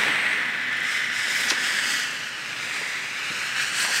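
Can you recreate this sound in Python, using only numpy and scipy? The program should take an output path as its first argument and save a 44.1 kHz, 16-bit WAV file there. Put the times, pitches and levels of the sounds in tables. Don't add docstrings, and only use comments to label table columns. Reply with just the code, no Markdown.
import sys
import numpy as np
from scipy import signal
from scipy.fft import rfft, irfft
from scipy.io import wavfile
from scipy.ndimage import uniform_filter1d, map_coordinates

SR = 44100
rng = np.random.default_rng(int(sys.argv[2]) if len(sys.argv) > 2 else 0)


def put_to_file(sound):
    columns = np.atleast_2d(sound).T
    safe = np.clip(columns, -1, 1)
    whole_steps = np.round(safe * 32767)
    wavfile.write(sys.argv[1], SR, whole_steps.astype(np.int16))


N = 176400
TIME_S, FREQS_HZ = np.arange(N) / SR, np.arange(N // 2 + 1) * SR / N
RUSH_SPUTTER_DB, JET_SPUTTER_DB = -8, -20
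JET_NEAR_DB = -4.5


def rush(flutter, gain_db=-2, flutter_db=.5):
    # centre in Hz, width in Hz, gain in dB.
    resonances = [(1312, 620, -1.5), (1733, 1200, 0.5), (2530, 476, 2), (2967, 540, -3.5)]
    # time in seconds, relative level in dB.
    level_db = [(0, -24.5), (.15, -25), (.3, -25.5), (.55, -30), (.78, -28), (.93, -26), (1.03, -26.5),
                (1.08, -29), (1.2, -27.5), (1.28, -28), (1.36, -26.5), (1.45, -29), (1.55, -29.5),
                (1.66, -26.5), (1.95, -27.5), (2.04, -28), (2.12, -32.5), (2.38, -35), (2.6, -33),
                (2.78, -33.5), (3.1, -34.5), (3.2, -30.5), (3.45, -29.5), (3.53, -31), (3.6, -24.5),
                (3.72, -31), (3.81, -24.5), (3.89, -33), (3.96, -28), (4, -31)]
    gas, body = burning(RUSH_SPUTTER_DB), 0
    for k, (hz, width_hz, db) in enumerate(resonances):
        radius = np.exp(-np.pi * width_hz / SR)
        feedback = [1, -2 * radius * np.cos(2 * np.pi * hz / SR), radius ** 2]
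        ring = (1 - radius ** 2) * signal.lfilter([1, 0, -1], feedback, gas)
        body += (-1) ** k * from_db(db) * ring
    body = cut(cut(body, 960, "high"), 3980, "low")
    return phased(body, near_db=-6) * envelope(level_db) * from_db(gain_db + flutter_db * flutter)


def hollow_ring():
    # time in seconds, centre in Hz.
    centre_hz = [(0, 1906), (.27, 2043), (.55, 1825), (1.0, 1938), (1.7, 1785), (2.9, 1930), (3.5, 1817),
                 (4, 1698)]
    # time in seconds, level in dB.
    level_db = [(0, -30.5), (.27, -27.5), (.5, -32.5), (.7, -31), (.87, -29.5), (1.01, -28.5),
                (1.09, -32.5), (1.35, -31), (1.55, -32.5), (1.8, -29.5), (1.98, -33.5), (2.1, -38.5),
                (2.45, -42), (2.7, -36.5), (2.92, -33), (3.1, -39), (3.5, -35.5), (3.85, -34.5), (4, -28.5)]
    return phased(gliding(centre_hz, width_hz=400), near_db=-52) * envelope(level_db)


def jet(flutter, gain_db=7.5, flutter_db=.62, wander_db=.67):
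    # time in seconds, relative level in dB.
    level_db = [(0, -39), (.07, -47), (.17, -59), (.33, -53), (.45, -56), (.68, -52.5), (.82, -48.5),
                (.87, -42), (.94, -40), (1.0, -42), (1.11, -48), (1.15, -40), (1.27, -40), (1.33, -36),
                (1.51, -38), (1.56, -42.5), (1.66, -36.5), (1.8, -39), (1.93, -35), (2.03, -39.5),
                (2.1, -44.5), (2.35, -48.5), (2.76, -42.5), (3.13, -45), (3.38, -42), (3.54, -43.5),
                (3.61, -37), (3.72, -42), (3.81, -33), (3.89, -37.5), (3.96, -33.5), (4, -34.5)]
    # frequency in Hz, relative density in dB.
    spectrum = [(1200, -34), (2200, 14), (2900, -1.5), (3700, 4.5), (4400, 4.5), (5200, 4.5), (6100, 2),
                (7300, 1), (8500, -1), (9500, -8), (10800, -14), (12800, -12.5), (15800, -24)]
    # time in seconds, centre in Hz.
    whoosh_hz = [(0, 5250), (1.9, 5200), (2.3, 4850), (2.55, 4150), (2.9, 3980), (3.3, 4020), (3.75, 4400),
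                 (4, 4500)]
    # time in seconds, level against the hiss in dB.
    whoosh_db = [(0, -16), (1.3, -14.5), (1.95, -20), (2.35, -12), (3.2, -11), (3.7, -16), (4, -17)]
    gas, centres_hz = rfft(burning(JET_SPUTTER_DB)), np.geomspace(2000, 15000, 14)
    force, hiss = envelope(level_db), 0
    for hz, share in zip(centres_hz, np.eye(len(centres_hz))):
        strip = irfft(gas * np.interp(FREQS_HZ, centres_hz, share), N)
        octaves_up = max(np.log2(hz / 5600), 0)
        brightening = (force / force.mean()) ** (.25 * octaves_up)
        hiss += strip * from_db(wander_db * drift(rate_hz=4.8)) * brightening
    hiss = phased(colour(hiss, spectrum), JET_NEAR_DB)
    whoosh = envelope(whoosh_db) * gliding(whoosh_hz, width_hz=340)
    return (hiss + whoosh) * force * from_db(gain_db + flutter_db * flutter)


def sizzle():
    # time in seconds, level in dB.
    level_db = [(0, -46.5), (.3, -47), (.45, -56), (.78, -69), (.92, -46), (1.08, -71), (1.18, -46),
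                (1.55, -56), (1.8, -41.5), (2.2, -70), (2.8, -49), (3.5, -74), (3.8, -34), (4, -49)]
    edge = band(burning(JET_SPUTTER_DB), hz=8310, width_hz=1130)
    return phased(edge, JET_NEAR_DB) * envelope(level_db)


def roar(gain_db=8.5):
    # frequency in Hz, relative density in dB.
    spectrum = [(50, -57), (130, -6), (250, -0.5), (360, -2.5), (700, -2), (1100, 1.5), (2500, 5),
                (5000, -13), (15000, -28.5)]
    # time in seconds, relative level in dB.
    level_db = [(0, -33.5), (.1, -35.5), (.18, -38.5), (.33, -39.5), (.65, -45), (1.1, -46.5), (1.4, -42.5),
                (1.9, -43.5), (2.3, -49), (2.8, -44), (3.1, -47.5), (3.7, -44.5), (3.86, -43), (4, -41.5)]
    return colour(burning(RUSH_SPUTTER_DB), spectrum) * envelope(level_db) * from_db(gain_db)


def spits():
    # start in seconds, level in dB, centre in Hz, width in Hz, decay in seconds.
    pops = [(.729, -39, 7800, 5920, 0.00072), (.77, -44, 10000, 5000, .001),
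            (.805, -31.5, 8340, 2200, 0.00045), (.83, -41, 11000, 6000, .001),
            (1.383, -31, 10400, 6000, 0.001), (1.404, -31, 5950, 7940, .01),
            (1.453, -37, 7000, 8000, 0.0044), (1.482, -30, 5200, 2600, 0.023),
            (1.495, -23, 2800, 4000, 0.025), (1.502, -16, 5340, 1490, 0.00084),
            (1.506, -17.5, 4200, 2200, 0.0012), (1.507, -20, 1680, 2800, 0.0053),
            (2.034, -31, 6500, 4000, 0.00074), (2.11, -32, 5470, 3995, .001),
            (2.925, -35, 1904, 1200, 0.0027), (3.196, -32, 2200, 2000, .002),
            (3.562, -25, 2070, 1397, 0.0027), (3.596, -32, 2100, 1986, .005),
            (3.785, -25, 2200, 2500, .002), (3.849, -20, 1710, 2166, 0.0027)]
    return bursts(pops)


def steps(low_hz=120):
    # start in seconds, level in dB, centre in Hz, width in Hz, decay in seconds.
    landings = [(.088, -36, 200, 160, .02), (1.517, -24, 720, 1700, .006), (2.76, -28, 1500, 1500, .007),
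                (2.812, -41, 380, 400, .012), (3.302, -33, 220, 250, .011), (3.843, -35, 950, 600, .05),
                (3.88, -38, 850, 450, .06)]
    return cut(bursts(landings), low_hz, "high")


def boom():
    # time in seconds, level in dB.
    level_db = [(0, -49), (.6, -52), (1.3, -53), (1.9, -49.5), (2.3, -61), (4, -63)]
    return unit_power(band(rng.standard_normal(N), hz=249, width_hz=43)) * envelope(level_db)


def phased(x, near_db, near_top_hz=5400, ground_db=-14, wall_db=-15, window_s=.1):
    # time in seconds, lag in ms.
    near_lag_ms = [(0, .54), (.25, .49), (.55, .54), (1.2, .555), (1.75, .605), (2.05, .65), (2.3, .705),
                   (2.55, .795), (2.8, .845), (3.1, .81), (3.5, .725), (4, .655)]
    ground_lag_ms = [(0, 3.9), (1.3, 4.0), (1.8, 4.1), (2.4, 4.15), (2.7, 4.32), (3.0, 4.5), (3.4, 4.68),
                     (3.65, 4.58), (4, 4.3)]
    wall_lag_ms = [(0, 9.05), (.4, 8.6), (.8, 8.35), (1.3, 8.25), (1.65, 7.85), (1.95, 7.77), (2.3, 7.95),
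                   (2.7, 7.6), (3.3, 5.95), (4, 6.8)]
    dull = irfft(rfft(x) / (1 + (FREQS_HZ / near_top_hz) ** 4), N)
    combed = x + from_db(near_db) * delayed(dull, near_lag_ms)
    combed += from_db(ground_db) * delayed(x, ground_lag_ms)
    combed += from_db(wall_db) * delayed(x, wall_lag_ms)
    return combed / np.sqrt(uniform_filter1d(combed ** 2, int(window_s * SR)) + 1e-12)


def tunnel(x, t60_s=1.45, tail_db=-19):
    # delay in seconds, gain in dB.
    echoes = [(.0035, -40), (0.0097, -14.5), (0.0195, -22), (0.033, -24), (0.047, -16.5)]
    near = sum(from_db(db) * np.interp(TIME_S - lag_s, TIME_S, x, left=0) for lag_s, db in echoes)
    tail = cut(rng.standard_normal(N), 3340, "low") * from_db(-60 * TIME_S / t60_s)
    far = signal.fftconvolve(x, tail / np.linalg.norm(tail))[:N]
    return x + cut(near, 8000, "low") + from_db(tail_db) * far


def tunnel_air(level_db=-53):
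    # frequency in Hz, relative density in dB.
    spectrum = [(25, -43), (45, -26), (75, -9.5), (120, 3), (160, 4), (250, -19), (360, -8), (900, -9),
                (4000, -43), (15000, -37)]
    return from_db(level_db) * colour(rng.standard_normal(N), spectrum)


def side_noise(level_db=-61.5):
    # frequency in Hz, relative density in dB.
    spectrum = [(30, -8), (120, 15), (500, 14), (900, 3.5), (2500, -31), (5000, -14.5), (9000, -0.5),
                (15000, 9.5)]
    return from_db(level_db) * colour(rng.standard_normal(N), spectrum)


def burning(sputter_db, pops_per_s=300, spread_db=5.7):
    sizes = from_db(spread_db * np.minimum(rng.exponential(1, N), 4))
    pops = sizes * rng.choice([-1, 1], N) * (rng.random(N) < pops_per_s / SR)
    return rng.standard_normal(N) + from_db(sputter_db) * unit_power(pops)


def gliding(centre_hz, width_hz):
    swirl = cut(rng.standard_normal((2, N)), width_hz / 2, "low", order=3)
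    phase = 2 * np.pi * np.cumsum(curve(centre_hz)) / SR
    return unit_power(swirl[0] * np.cos(phase) + swirl[1] * np.sin(phase))


def bursts(rows, attack_s=.0011):
    out = np.zeros(N)
    for start_s, db, hz, width_hz, decay_s in rows:
        age_s = np.maximum(TIME_S - start_s, 0)
        shape = (1 - np.exp(-age_s / attack_s)) * np.exp(-np.minimum(age_s / decay_s, 50))
        noise = unit_power(band(rng.standard_normal(N), hz, width_hz))
        out += from_db(db) * shape / shape.max() * noise
    return out


def drift(rate_hz):
    slow = irfft(rfft(rng.standard_normal(N)) / (1 + (FREQS_HZ / rate_hz) ** 2), N)
    return unit_power(slow - slow.mean())


def delayed(x, lag_ms):
    return map_coordinates(x, [np.arange(N) - curve(lag_ms) * SR / 1000], order=3, mode="nearest")


def colour(x, spectrum):
    hz, db = np.transpose(spectrum)
    gain = from_db(np.interp(np.log(FREQS_HZ + 1), np.log(hz), db))
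    return unit_power(irfft(rfft(x) * gain, N))


def band(x, hz, width_hz):
    low_hz = np.sqrt(hz ** 2 + width_hz ** 2 / 4) - width_hz / 2
    return cut(x, [low_hz, low_hz + width_hz], "band")


def cut(x, hz, kind, order=2):
    return signal.sosfilt(signal.butter(order, np.minimum(hz, .45 * SR), kind, fs=SR, output="sos"), x)


def curve(rows):
    return np.interp(TIME_S, *np.transpose(rows))


def envelope(level_db):
    return from_db(curve(level_db))


def from_db(db):
    return 10 ** (np.asarray(db) / 20)


def unit_power(x):
    return x / np.sqrt(np.mean(x ** 2) + 1e-20)


def scene():
    flutter = drift(rate_hz=31)
    bomb = rush(flutter) + hollow_ring() + jet(flutter) + sizzle() + roar()
    mid = tunnel(bomb + boom() + spits() + steps()) + tunnel_air()
    side = side_noise()
    return np.array([mid + side, mid - side])


def record(dry):
    cutoff_hz = 15850
    return irfft(rfft(dry) / np.sqrt(1 + (FREQS_HZ / cutoff_hz) ** 400), N)


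dry = scene()
out = record(dry)
put_to_file(out)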